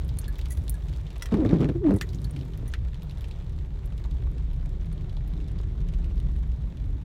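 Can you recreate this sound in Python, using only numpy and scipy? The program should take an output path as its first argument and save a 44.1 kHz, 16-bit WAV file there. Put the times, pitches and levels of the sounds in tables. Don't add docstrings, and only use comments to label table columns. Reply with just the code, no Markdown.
import sys
import numpy as np
from scipy import signal
from scipy.io import wavfile
from scipy.ndimage import uniform_filter1d

SR = 44100
rng = np.random.default_rng(int(sys.argv[2]) if len(sys.argv) > 2 else 0)


def pcm_store(signal):
    levels = np.round(np.clip(np.atleast_2d(signal), -1, 1) * 32767)
    wavfile.write(sys.argv[1], SR, levels.astype(np.int16).T)


def ratio_of_db(decibels):
    return 10 ** (np.asarray(decibels, float) / 20)


N = 310464
T = np.arange(N) / SR


def level(x, db):
    return x * ratio_of_db(db) / np.sqrt(np.mean(x ** 2) + 1e-18)


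def to_peak(x, db):
    return x * ratio_of_db(db) / np.abs(x).max()


def decay(t, t60):
    return ratio_of_db(-60 * t / t60)


def ring(x, hz, width):
    return signal.lfilter(*signal.iirpeak(min(hz, .45 * SR), hz / width, SR), x)


def body(x, modes):
    return sum((-1) ** k * ratio_of_db(db) * ring(x, hz, width) for k, (hz, width, db) in enumerate(modes))


def fade(x, t60):
    return signal.lfilter([1], [1, -np.exp(-np.log(1000) / (t60 * SR))], x)


def walk(rate):
    k = int(SR / rate)
    steps = np.repeat(rng.standard_normal(N // k + 1), k)
    return 1.57 * uniform_filter1d(uniform_filter1d(steps, k), k)[:N]


def curve(table):
    s, *columns = np.transpose(table)
    return [np.interp(T, s, c) for c in columns]


def boom():
    # time in seconds, level in dB.
    air_levels = [(0, -29), (.7, -28), (1.15, -34.5), (1.5, -30), (2, -34), (2.85, -30), (3.1, -35.5),
                  (3.9, -30), (4.3, -24.5), (4.7, -32), (5.3, -28), (5.7, -27), (6.1, -26), (6.5, -25.5),
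                  (7.04, -30)]
    # time in seconds, level in dB.
    panel_levels = [(0, -35), (.5, -35.5), (1.2, -37), (2.1, -31.5), (2.7, -36.5), (3.3, -36.5), (3.9, -37),
                    (4.3, -35), (5.3, -34), (6, -33), (6.5, -36), (7.04, -36)]
    # pitch in Hz, width in Hz, level in dB.
    air_modes = [(33.8, 9.5, -9.5), (52.1, 16.2, -5), (69.4, 16.4, -10.5)]
    # pitch in Hz, width in Hz, level in dB.
    panel_modes = [(85.5, 38.8, 5), (125.5, 36.7, 0), (153.6, 25, 1), (280, 64, -15.5), (368.4, 77, -18)]
    air = body(body(rng.standard_normal(N), air_modes), [(53.3, 28.0, 0)])
    air = air / uniform_filter1d(air ** 2, size=5000) ** 0.4
    air = air[::-1]
    panels = 0
    for hz, width, db in panel_modes:
        hum = ring(ring(rng.standard_normal(N), hz, width), hz, 1.6 * width)
        panels = panels + ratio_of_db(db + 2.0 * walk(9.8)) * hum
    air = level(air, -0.097) * ratio_of_db(curve(air_levels)[0] + 1.53 * walk(8.0))
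    return air + level(panels, 0.13) * ratio_of_db(curve(panel_levels)[0])


def engine():
    # time in seconds, firing rate in Hz, level in dB.
    speed = [
        (0, 27.41, -66),
        (3, 28.94, -35.5),
        (3.8, 31.7, -34.5),
        (4.4, 32.68, -31),
        (5.4, 33.56, -31.5),
        (6.3, 35.56, -30.5),
        (7.04, 36.77, -36),
    ]
    # multiple of the firing rate, level in dB.
    orders = [(1, 2.5), (3, -19.5), (4, -16.5), (5, -18.5), (6, -19), (7, -39)]
    hz, db = curve(speed)
    turn = 2 * np.pi * np.cumsum(hz * (1 + 0.0049 * walk(6.5))) / SR
    hum = sum(ratio_of_db(order_db + 1.17 * walk(4.3)) * np.sin(k * turn + k * k) for k, order_db in orders)
    return ratio_of_db(db) * hum


def rain(per_second=260, scatter_db=3.5, colour_db=3.0, bed=0.28, crisp=1.5):
    # time in seconds, patter level in dB, brightness in dB per octave above 3500 Hz.
    shower = [(0, -56, -0.5), (.4, -54.5, 2), (.75, -57, 4), (1.1, -55, 0.5), (1.6, -51.5, -1),
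              (1.78, -59.5, 1.5), (2.0, -57.5, 4.5), (2.6, -56, 2), (2.85, -59, 0.5), (3.2, -55, -0.5),
              (3.55, -58, 0.5), (4.3, -57.5, 0), (5.4, -56.5, -1.5), (6.3, -58, 0.5), (7.04, -58.5, 0)]
    # frequency in Hz, level in dB per Hz.
    patter = [(240, -32), (400, 1), (742, -7), (994, -8.5), (1380, -13), (1990, -13), (2800, -18.5),
              (3580, -14.5), (5030, -32), (5960, -24), (10100, -37.5), (11000, -35), (16000, -40)]
    biggest_db, treble_bed = 5, .5
    patter_db, bright = curve(shower)
    chance = rng.random((2400, 3))
    keep = chance[:, 2] < per_second * T[-1] / len(chance)
    where = (chance[:, 0] * N).astype(int)
    size = keep * ratio_of_db(np.minimum(-scatter_db * np.log(1 - chance[:, 1]), biggest_db))
    tint, out = rng.standard_normal(len(chance)), 0
    shape_hz, shape_db = np.transpose(patter)
    for hz in 450 * 2 ** np.arange(0, 5.3, 1 / 3):
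        tint = 0.91 * tint + 0.77 * rng.standard_normal(len(chance))
        kicks = np.bincount(where, (size * ratio_of_db(colour_db * tint)) ** 2, N)
        power = fade(kicks, 0.0072 * (hz / 3000) ** -.45)
        blur = np.clip(bed * (hz / 3000) ** -.4, treble_bed, 1)
        click = crisp * np.sqrt((1 - blur) * kicks / power.mean())
        power = blur * ratio_of_db(2.0 * walk(22)) + (1 - blur) * power / power.mean()
        hiss = rng.standard_normal(N) * np.sqrt(power) + click
        hiss = ring(ring(hiss, hz, hz / 3), hz, hz / 3)
        db = np.interp(np.log(hz), np.log(shape_hz), shape_db) + 10 * np.log10(hz)
        out = out + level(hiss, db) * ratio_of_db(bright * max(np.log2(hz / 3500), 0))
    return level(out, 0.43) * ratio_of_db(patter_db)


def spits():
    # start in
    # seconds, peak of the click in dB, ring near 3.5 kHz in dB relative to it.
    clicks = [(0.0473, -48, -11), (0.0897, -59, 7), (0.0897, -46, -3), (0.171, -39, -2), (0.187, -23, -23),
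              (0.281, -36, -17), (0.3272, -41, -8), (0.3561, -42, -5), (0.385, -38, -4), (0.414, -39, 0),
              (0.4573, -33, -4), (0.4853, -41, -20), (0.5062, -31, -22), (0.5726, -40, -15),
              (0.6799, -48, -4), (0.6802, -26, -20), (0.6953, -19, -27), (0.7422, -38, -16),
              (0.9363, -49, -8), (0.9632, -41, 0), (0.9727, -40, -10), (1.034, -55, 3), (1.1034, -46, -8),
              (1.131, -44, -7), (1.1816, -36, -21), (1.2221, -26, -13), (1.2565, -39, -7), (1.3414, -40, -3),
              (1.4476, -51, 1), (1.4596, -44, 0), (1.6048, -51, -3), (1.6886, -46, -4), (1.8731, -47, -5),
              (1.9405, -55, -6), (1.9406, -38, -18), (1.9629, -41, -22), (1.986, -49, 9), (2.0118, -24, -4),
              (2.0905, -40, -12), (2.133, -46, -8), (2.1465, -41, -7), (2.2034, -47, -12),
              (2.2177, -38, -15), (2.2434, -34, -14), (2.3092, -42, -15), (2.362, -49, -6), (2.391, -48, -3),
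              (2.4109, -53, -2), (2.4513, -45, -19), (2.5755, -37, -22), (2.6788, -45, -12),
              (2.7375, -45, 7), (2.7891, -49, -10), (2.9442, -47, 3), (3.024, -48, -8), (3.0959, -44, -6),
              (3.185, -42, -7), (3.2091, -46, -4), (3.2839, -50, 4), (3.3124, -47, 2),
              (3.3923, -57, -3), (3.4228, -55, -4), (3.4467, -49, -12), (3.4951, -49, 5), (3.524, -47, -13),
            (3.563, -48, -9), (3.5869, -55, -1), (3.6138, -58, -5), (3.7835, -54, -8), (3.8573, -56, -10),
            (3.8573, -50, -16), (3.9226, -60, 1), (3.967, -58, -1), (3.979, -41, -14), (4.0399, -53, 5),
            (4.1102, -46, -4), (4.1431, -51, -4), (4.316, -46, -12), (4.3326, -54, -3), (4.5323, -45, -14),
            (4.5607, -49, -15), (4.659, -43, 2), (4.6934, -45, -7), (4.8306, -55, 1), (4.859, -45, -12),
            (4.8865, -53, -10), (4.926, -44, -12), (5.0092, -57, -3), (5.095, -49, -1), (5.1294, -54, 6),
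            (5.1683, -52, 0), (5.2636, -52, -14), (5.2776, -51, -12), (5.313, -55, -5), (5.3544, -56, -2),
            (5.4831, -44, -13), (5.5175, -45, -8), (5.5879, -59, 7), (5.5879, -52, -5), (5.8044, -63, 5),
            (5.8044, -52, -6), (5.8857, -50, -6), (5.9366, -52, -1), (6.0164, -55, 0), (6.0438, -57, 5),
            (6.0613, -51, -13), (6.0957, -54, -3), (6.1566, -69, 8), (6.1566, -50, 1), (6.201, -43, -13),
            (6.3197, -49, -12), (6.3631, -47, -7), (6.392, -48, -10), (6.4758, -53, -12), (6.5162, -54, -6),
            (6.5387, -53, 2), (6.6799, -54, -4), (6.7712, -55, -1), (6.8515, -54, -4), (6.9094, -55, 0)]
    spit_t60_s, pane_t60_s, pane_hz, loudest_db = 0.006, .02, 3500, -33
    out, t = np.zeros(N + 1000), np.arange(1000) / SR
    top = signal.butter(2, [3800, 12500], "band", fs=SR)
    for s, db, pane_db in clicks:
        noise = rng.standard_normal((2, len(t)))
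        noise[:, 0] = 2.9
        spit = signal.lfilter(*top, noise[0] * decay(t, spit_t60_s))
        pane = ring(noise[1] * decay(t, pane_t60_s), pane_hz * ratio_of_db(1.2 * noise[1, -1]), 1800)
        hit = to_peak(spit, 0) + to_peak(pane, pane_db - 0.5)
        out[int(s * SR):][:len(t)] += hit * ratio_of_db(min(db, loudest_db) - 4.5)
    return out[:N]


def bursts(hits):
    out, t = np.zeros(N + 3000), np.arange(3000) / SR
    for s, db, hz, spread in hits:
        slap = rng.standard_normal(len(t)) * (decay(t, 0.0032) + 0.39 * decay(t, 0.072))
        slap[0] = 3.9
        wide = ring(slap, hz, hz * spread * 0.86)
        burst = ring(wide, hz, hz * spread * 0.39) + 0.2 * wide
        out[int(s * SR):][:len(t)] += to_peak(burst, db - 4.5)
    return out[:N]


def roof_taps():
    # start in seconds, peak in dB.
    taps = [(.021, -39), (.391, -30), (.4574, -30.5), (0.885, -36), (1.105, -35.5), (1.3227, -36),
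            (1.539, -40), (1.606, -33), (1.8734, -49), (2.1332, -36), (2.364, -31), (2.79, -43),
            (2.944, -35), (3.021, -37.5), (3.243, -32), (3.4236, -43), (3.5883, -39), (3.9238, -41),
            (3.9793, -38.5), (4.3819, -40), (4.5327, -44), (4.812, -41), (5.0107, -40.5), (5.4026, -41),
            (5.4829, -39), (5.8047, -43), (5.887, -36.5), (5.9376, -35), (6.044, -37), (6.1796, -37)]
    return bursts([(s, db, 2900, 1.66) for s, db in taps])


def windscreen_drops():
    # start in seconds, peak in dB, colour in Hz.
    near = [(.0916, -31.5, 3600), (.243, -33, 3280), (.258, -40.5, 3520), (.357, -36.5, 3420),
            (.4137, -33, 3500), (.6808, -28.5, 3780), (.936, -36.5, 3500), (1.0667, -37.5, 3240),
            (1.4608, -34.5, 3450), (1.492, -29.5, 3370), (1.689, -39, 3230), (2.0907, -34.5, 4420),
            (2.1867, -38.5, 3740), (2.244, -36, 3920), (2.391, -38, 3890), (2.4119, -33.5, 3370),
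            (2.5357, -35.5, 3300), (3.0964, -37.5, 3980), (3.1098, -34.5, 3180), (3.2094, -35, 3300),
            (3.3118, -32.5, 3320), (4.041, -36.5, 3700), (4.1126, -42, 3400), (4.9787, -42, 3400),
            (5.096, -36.5, 3220), (5.1683, -35.5, 3470), (5.5877, -38, 4020), (6.2013, -39, 3500),
            (6.3635, -42, 3520), (6.772, -43, 3310)]
    return bursts([(*row, 0.93) for row in near])


def plops():
    # start in seconds, peak in dB, colour in Hz.
    heavy = [(.68, -41, 714), (1.158, -40, 2500), (1.327, -43, 743), (1.343, -24, 900), (1.41, -30, 816),
             (1.434, -36, 1100), (1.45, -29, 1340), (1.494, -46, 859), (1.539, -29, 1110),
             (1.606, -31, 1170), (1.622, -30, 950), (1.691, -33, 735), (1.894, -30, 800),
             (1.923, -29.5, 850), (1.883, -26, 830), (1.908, -19, 574), (2.248, -43, 802),
             (4.041, -41, 1500), (4.05, -37, 950), (4.394, -45, 1010)]
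    return bursts([(*row, 0.73) for row in heavy])


def metal_snaps():
    # start in seconds, peak in dB, colour in Hz.
    snaps = [(.048, -43, 10000), (.08, -41, 12500), (.1875, -22, 10840), (.2155, -38, 6500),
             (.282, -31, 11800), (.385, -33, 14900), (.5073, -38, 9230), (.6955, -31, 9000),
             (.696, -23, 14000), (.7424, -35, 9100), (1.9629, -33, 9400), (2.147, -36, 6400),
             (2.452, -56, 9000), (2.576, -40, 12400), (2.02, -31, 13000), (2.718, -44, 6500),
             (3.033, -42, 13500), (3.112, -46, 10800), (3.209, -39, 12800), (3.285, -47, 9500),
             (3.8576, -46, 7810)]
    return bursts([(*row, 0.56) for row in snaps])


def struck(events, modes, crack_db, vary_db, echo_db):
    out, t = np.zeros(N + 5000), np.arange(5000) / SR
    hz, mode_db, t60 = np.transpose(modes)[:, :, None]
    for s, db, tilt in events:
        chance = rng.standard_normal((3, len(modes), 1))
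        gain = ratio_of_db(mode_db + vary_db * chance[0] + tilt * np.log2(hz / 5000) - 60 * t / t60)
        chatter = np.cumsum(rng.standard_normal((len(modes), len(t))), axis=1) * 0.22 * np.sqrt(hz / SR)
        hit = (gain * np.sin(2 * np.pi * hz * (1 + 0.0042 * chance[1]) * t + chatter)).sum(0)
        crack = rng.standard_normal(len(t)) * ratio_of_db(crack_db) * decay(t, 0.014)
        hit = to_peak(hit, 0) + ring(crack, np.median(hz), 9000)
        echo = rng.standard_normal(2500) * ratio_of_db(echo_db) * decay(t[:2500], 0.064)
        hit = hit + signal.fftconvolve(hit, echo)[:len(t)]
        out[int(s * SR):][:len(t)] += to_peak(hit, db - 4.0)
    return out[:N]


def keys():
    # start in seconds, peak in dB, dull to bright tilt in dB per octave.
    clinks = [(0.1878, -20.5, -3.5), (0.2803, -34.5, -15), (0.6955, -15, 2.5), (0.742, -41, -16),
              (0.7926, -53.5, -3), (1.94, -37, 4), (2.2458, -31, -7), (2.3097, -36, 5), (3.858, -41, 11),
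              (4.9277, -40, -4.5), (5.278, -41.5, 19)]
    # pitch in Hz, level in dB, time to die by 60 dB in seconds.
    key_modes = [(1704, -22.5, 0.12), (4350, -2, 0.039), (8450, -29, 0.022), (9060, 11, 0.019),
                 (10200, -16, 0.019), (10300, -3, 0.04), (11200, 0, 0.045), (11750, 1, .025),
                 (14000, 2, .03), (14700, -5, 0.026), (15300, -6, 0.015)]
    # start in seconds, peak in dB, tilt in dB per octave.
    ring_hits = [
        (0.5004, -45, 0),
        (0.5062, -28, 0),
        (0.5194, -28.5, 0.0042),
        (0.5274, -36, 0),
        (0.5504, -44, 0),
        (0.572, -38.5, 0),
        (0.636, -46, 0),
        (1.9629, -37, 0),
        (2.6783, -38, 0),
    ]
    # pitch in Hz, level in dB, time to die by 60 dB in seconds.
    ring_modes = [(1984, -0.5, 0.053), (4670, -12, 0.029), (5980, -1, 0.028), (6740, -3, 0.033),
                  (8000, -17, .025), (9460, -3, 0.052), (9380, -2, 0.027), (10760, 4, 0.025),
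                  (12300, -1, 0.028), (14140, -10, 0.029), (15600, -7, .02)]
    clinking = struck(clinks, key_modes, crack_db=-18, vary_db=5.9, echo_db=-39.0)
    return clinking + struck(ring_hits, ring_modes, crack_db=-8.0, vary_db=3.4, echo_db=-21.5)


def relay():
    # start in seconds, peak in dB, dull to bright tilt in dB per octave.
    ticks = [
        (1.2226, -22.5, 5),
        (1.2577, -29.5, -4),
        (2.0118, -19, -2.5),
        (2.7389, -42, -2.6),
    ]
    # pitch in Hz, level in dB, time to die by 60 dB in seconds.
    modes = [(1390, -9, 0.03), (1835, -5, 0.07), (1958, 5, 0.071), (2700, -3, 0.027), (3300, 0, 0.04),
             (4380, -6, 0.016), (5320, -10, 0.016), (5790, 3.5, 0.025), (6760, -2, 0.03),
             (7600, -26, 0.014), (8410, -3, 0.03), (10000, -7, 0.016), (12700, -22, .03), (15300, -25, .04)]
    # start in seconds, peak in dB.
    jolts = [
        (1.2227, -26),
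        (1.2577, -31),
        (2.012, -18.5),
        (2.738, -24),
    ]
    # pitch in Hz, level in dB, spread in octaves.
    housing = [(1400, -7.5, 0.47), (1870, -3.5, 0.41), (2760, -2.5, 1.1), (3500, -6.5, 1.2)]
    jolt = bursts([(s, db + part_db, hz, spread) for s, db in jolts for hz, part_db, spread in housing])
    return struck(ticks, modes, crack_db=-5, vary_db=3.5, echo_db=-24.0) + jolt


def thumps():
    # start in seconds, peak in dB, colour in Hz.
    jumps = [
        (1.335, -17, 105),
        (1.343, -14.5, 233),
        (1.39, -18, 105),
        (1.452, -13.5, 298),
        (1.531, -11, 219),
        (1.645, -17.5, 119),
        (1.946, -21.5, 105),
        (2.38, -35, 260),
        (2.42, -31.5, 292),
        (2.63, -31, 264),
    ]
    out, t = np.zeros(N + 6000), np.arange(6000) / SR
    for s, db, hz in jumps:
        push = np.sin(np.pi * np.clip(2 * hz * t, 0, 1))
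        rumble = level(ring(rng.standard_normal(len(t)), hz, hz), 0) * decay(t, 0.06)
        hit = ring(push + 0.26 * rumble, hz, hz * 0.63)
        out[int(s * SR):][:len(t)] += to_peak(hit, db)
    return out[:N]


def strokes():
    # start in seconds, peak in dB, colour in Hz.
    catches = [(1.3183, -36, 1160), (1.3414, -25, 1170), (1.4345, -39, 1350), (1.4495, -34, 1350),
               (1.4934, -37, 2030), (1.4999, -36, 1300), (1.5403, -34, 1310), (1.5613, -36, 1360),
               (1.5927, -39, 1150), (1.6062, -35, 1190), (1.6131, -33, 2470), (1.6231, -35, 1100),
               (1.6308, -31, 1160), (1.6555, -32, 1100), (1.69, -31, 1480), (1.6986, -32.5, 1680),
               (1.7374, -49, 1180), (1.7853, -53, 1190), (1.8192, -48, 1100), (1.8341, -43, 1260),
               (1.8431, -42, 1200), (1.8738, -34, 1250), (1.8965, -39, 1130), (1.9075, -40, 1100),
               (1.9596, -43, 1130)]
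    out, t = np.zeros(N + 800), np.arange(800) / SR
    for s, db, hz in catches:
        noise = rng.standard_normal(len(t))
        noise[0] = 4.0
        hit = ring(ring(noise * decay(t, 0.013), hz, hz * .7), hz, hz * 1.6)
        out[int(s * SR):][:len(t)] += to_peak(hit, db - 2.0)
    return out[:N]


def squeal():
    # time in seconds, slip rate in Hz, level in dB.
    song = [
        (1.745, 366.3, -38),
        (1.76, 352, -23),
        (1.779, 340, -34.5),
        (1.801, 375, -39),
        (1.821, 435.4, -32.5),
        (1.842, 344.6, -26),
        (1.852, 311, -16),
        (1.872, 298.7, -19),
        (1.912, 276, -24.5),
    ]
    # multiple of the slip rate, level at full cry in dB, dB lost per dB of softer singing.
    orders = [(1, 0.5, 0), (2, -18, 1.0), (3, -31.5, 1.5)]
    hz, db = curve(song)
    edge = np.clip(np.minimum(T - song[0][0], song[-1][0] - T) / 0.0065, 0, 1)
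    turn = 2 * np.pi * np.cumsum(hz * (1 + .02 * walk(150))) / SR
    softer = db - db[edge > 0].max()
    tone = 0
    for k, order_db, loss in orders:
        tone = tone + ratio_of_db(order_db + loss * softer + 1.2 * k * walk(90)) * np.sin(k * turn)
    return edge * ratio_of_db(db + 2.5) * tone


def wiper():
    # start in
    # seconds, # length in seconds, slip or hum rate in Hz, level in dB, grit in dB relative to the thud.
    judder = [(1.319, 0.035, 258, -21.5, -26), (1.343, 0.043, 219.7, -25, -22),
              (1.372, 0.083, 326.3, -24, -30), (1.419, 0.046, 280, -24, -39),
              (1.448, 0.045, 109.8, -22, -30), (1.485, 0.092, 265, -26.5, -20.5),
              (1.522, 0.076, 166.1, -22, -34), (1.592, 0.098, 153.6, -23, -32),
              (1.604, 0.062, 121.7, -25, -19.5), (1.686, 0.041, 121.4, -24, -24.5),
              (1.748, 0.036, 150.6, -31.5, -28), (1.838, 0.085, 291, -32, -15),
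              (1.881, 0.085, 202.2, -24.5, -24), (1.917, 0.067, 103.7, -24, -28.5),
              (2.138, 0.15, 121.7, -39, -39), (2.341, 0.16, 140.7, -36, -27),
              (2.58, 0.15, 120.8, -37.5, -26)]
    # pitch in Hz, width in Hz, level in dB.
    screen = [(105, 20.4, 8), (173, 57.5, 6), (310.7, 57.5, 4.5), (411, 44.5, -1.5), (499, 98, -7)]
    # pitch in Hz, width in Hz, level in dB.
    blade = [(700, 550, 11.5), (1070, 350, -3.5), (1930, 730, 2), (3300, 2100, -9)]
    turn_s, sag = 1.71, .085
    out, t = np.zeros(N + 8000), np.arange(8000) / SR
    for s, length, hz, db, grit_db in judder:
        back = s > turn_s
        rough = .15 if back else .26
        tilt_db = -6 if back else 0
        chance = rng.standard_normal((60, 3))
        part = np.clip(t / length, 0, 1)
        phase = np.cumsum(hz * (1 - sag * part)) / SR
        gaps = np.exp(.5 * rough * chance[:, 0])
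        slips = np.searchsorted(phase, np.cumsum(gaps) - .9).clip(0, len(t) - 1)
        press = np.sin(np.pi * part ** 0.41) ** 0.71
        knocks = np.bincount(slips, ratio_of_db(6.4 * rough * chance[:, 1]), len(t)) * press
        soft = signal.butter(2, np.clip(1100 * ratio_of_db(db + 20.5), 90, 1000), fs=SR)
        thud = body(signal.lfilter(*soft, knocks), screen)
        scrape = fade(np.bincount(slips, ratio_of_db(4.0 * chance[:, 2]), len(t)) * press, 0.011)
        grit = 0
        for f, width, part_db in blade:
            rasp = ring(ring(scrape * rng.standard_normal(len(t)), f, width), f, 2.9 * width)
            grit = grit + ratio_of_db(part_db + tilt_db * np.log2(f / 700)) * rasp
        span = np.sqrt(length * SR / len(t))
        out[int(s * SR):][:len(t)] += span * (level(thud, db) + level(grit, db + grit_db))
    return out[:N]


def scene():
    weather = rain() + spits() + roof_taps() + windscreen_drops() + plops()
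    loose_parts = metal_snaps() + keys() + relay()
    wiping = thumps() + strokes() + squeal() + wiper()
    return (boom() + engine() + weather + loose_parts + wiping)[None]


def roll_off(x):
    return signal.sosfilt(signal.butter(12, 16510, fs=SR, output="sos"), x)


def record(dry):
    dry = signal.sosfilt(signal.butter(2, 26, "high", fs=SR, output="sos"), dry)
    dry = signal.sosfilt(signal.ellip(8, .5, 60, 15900, fs=SR, output="sos"), dry)
    dry = dry * np.clip((T[-1] - T) / .012, 0, 1)
    return roll_off(dry)


dry = scene()
out = record(dry)
pcm_store(out)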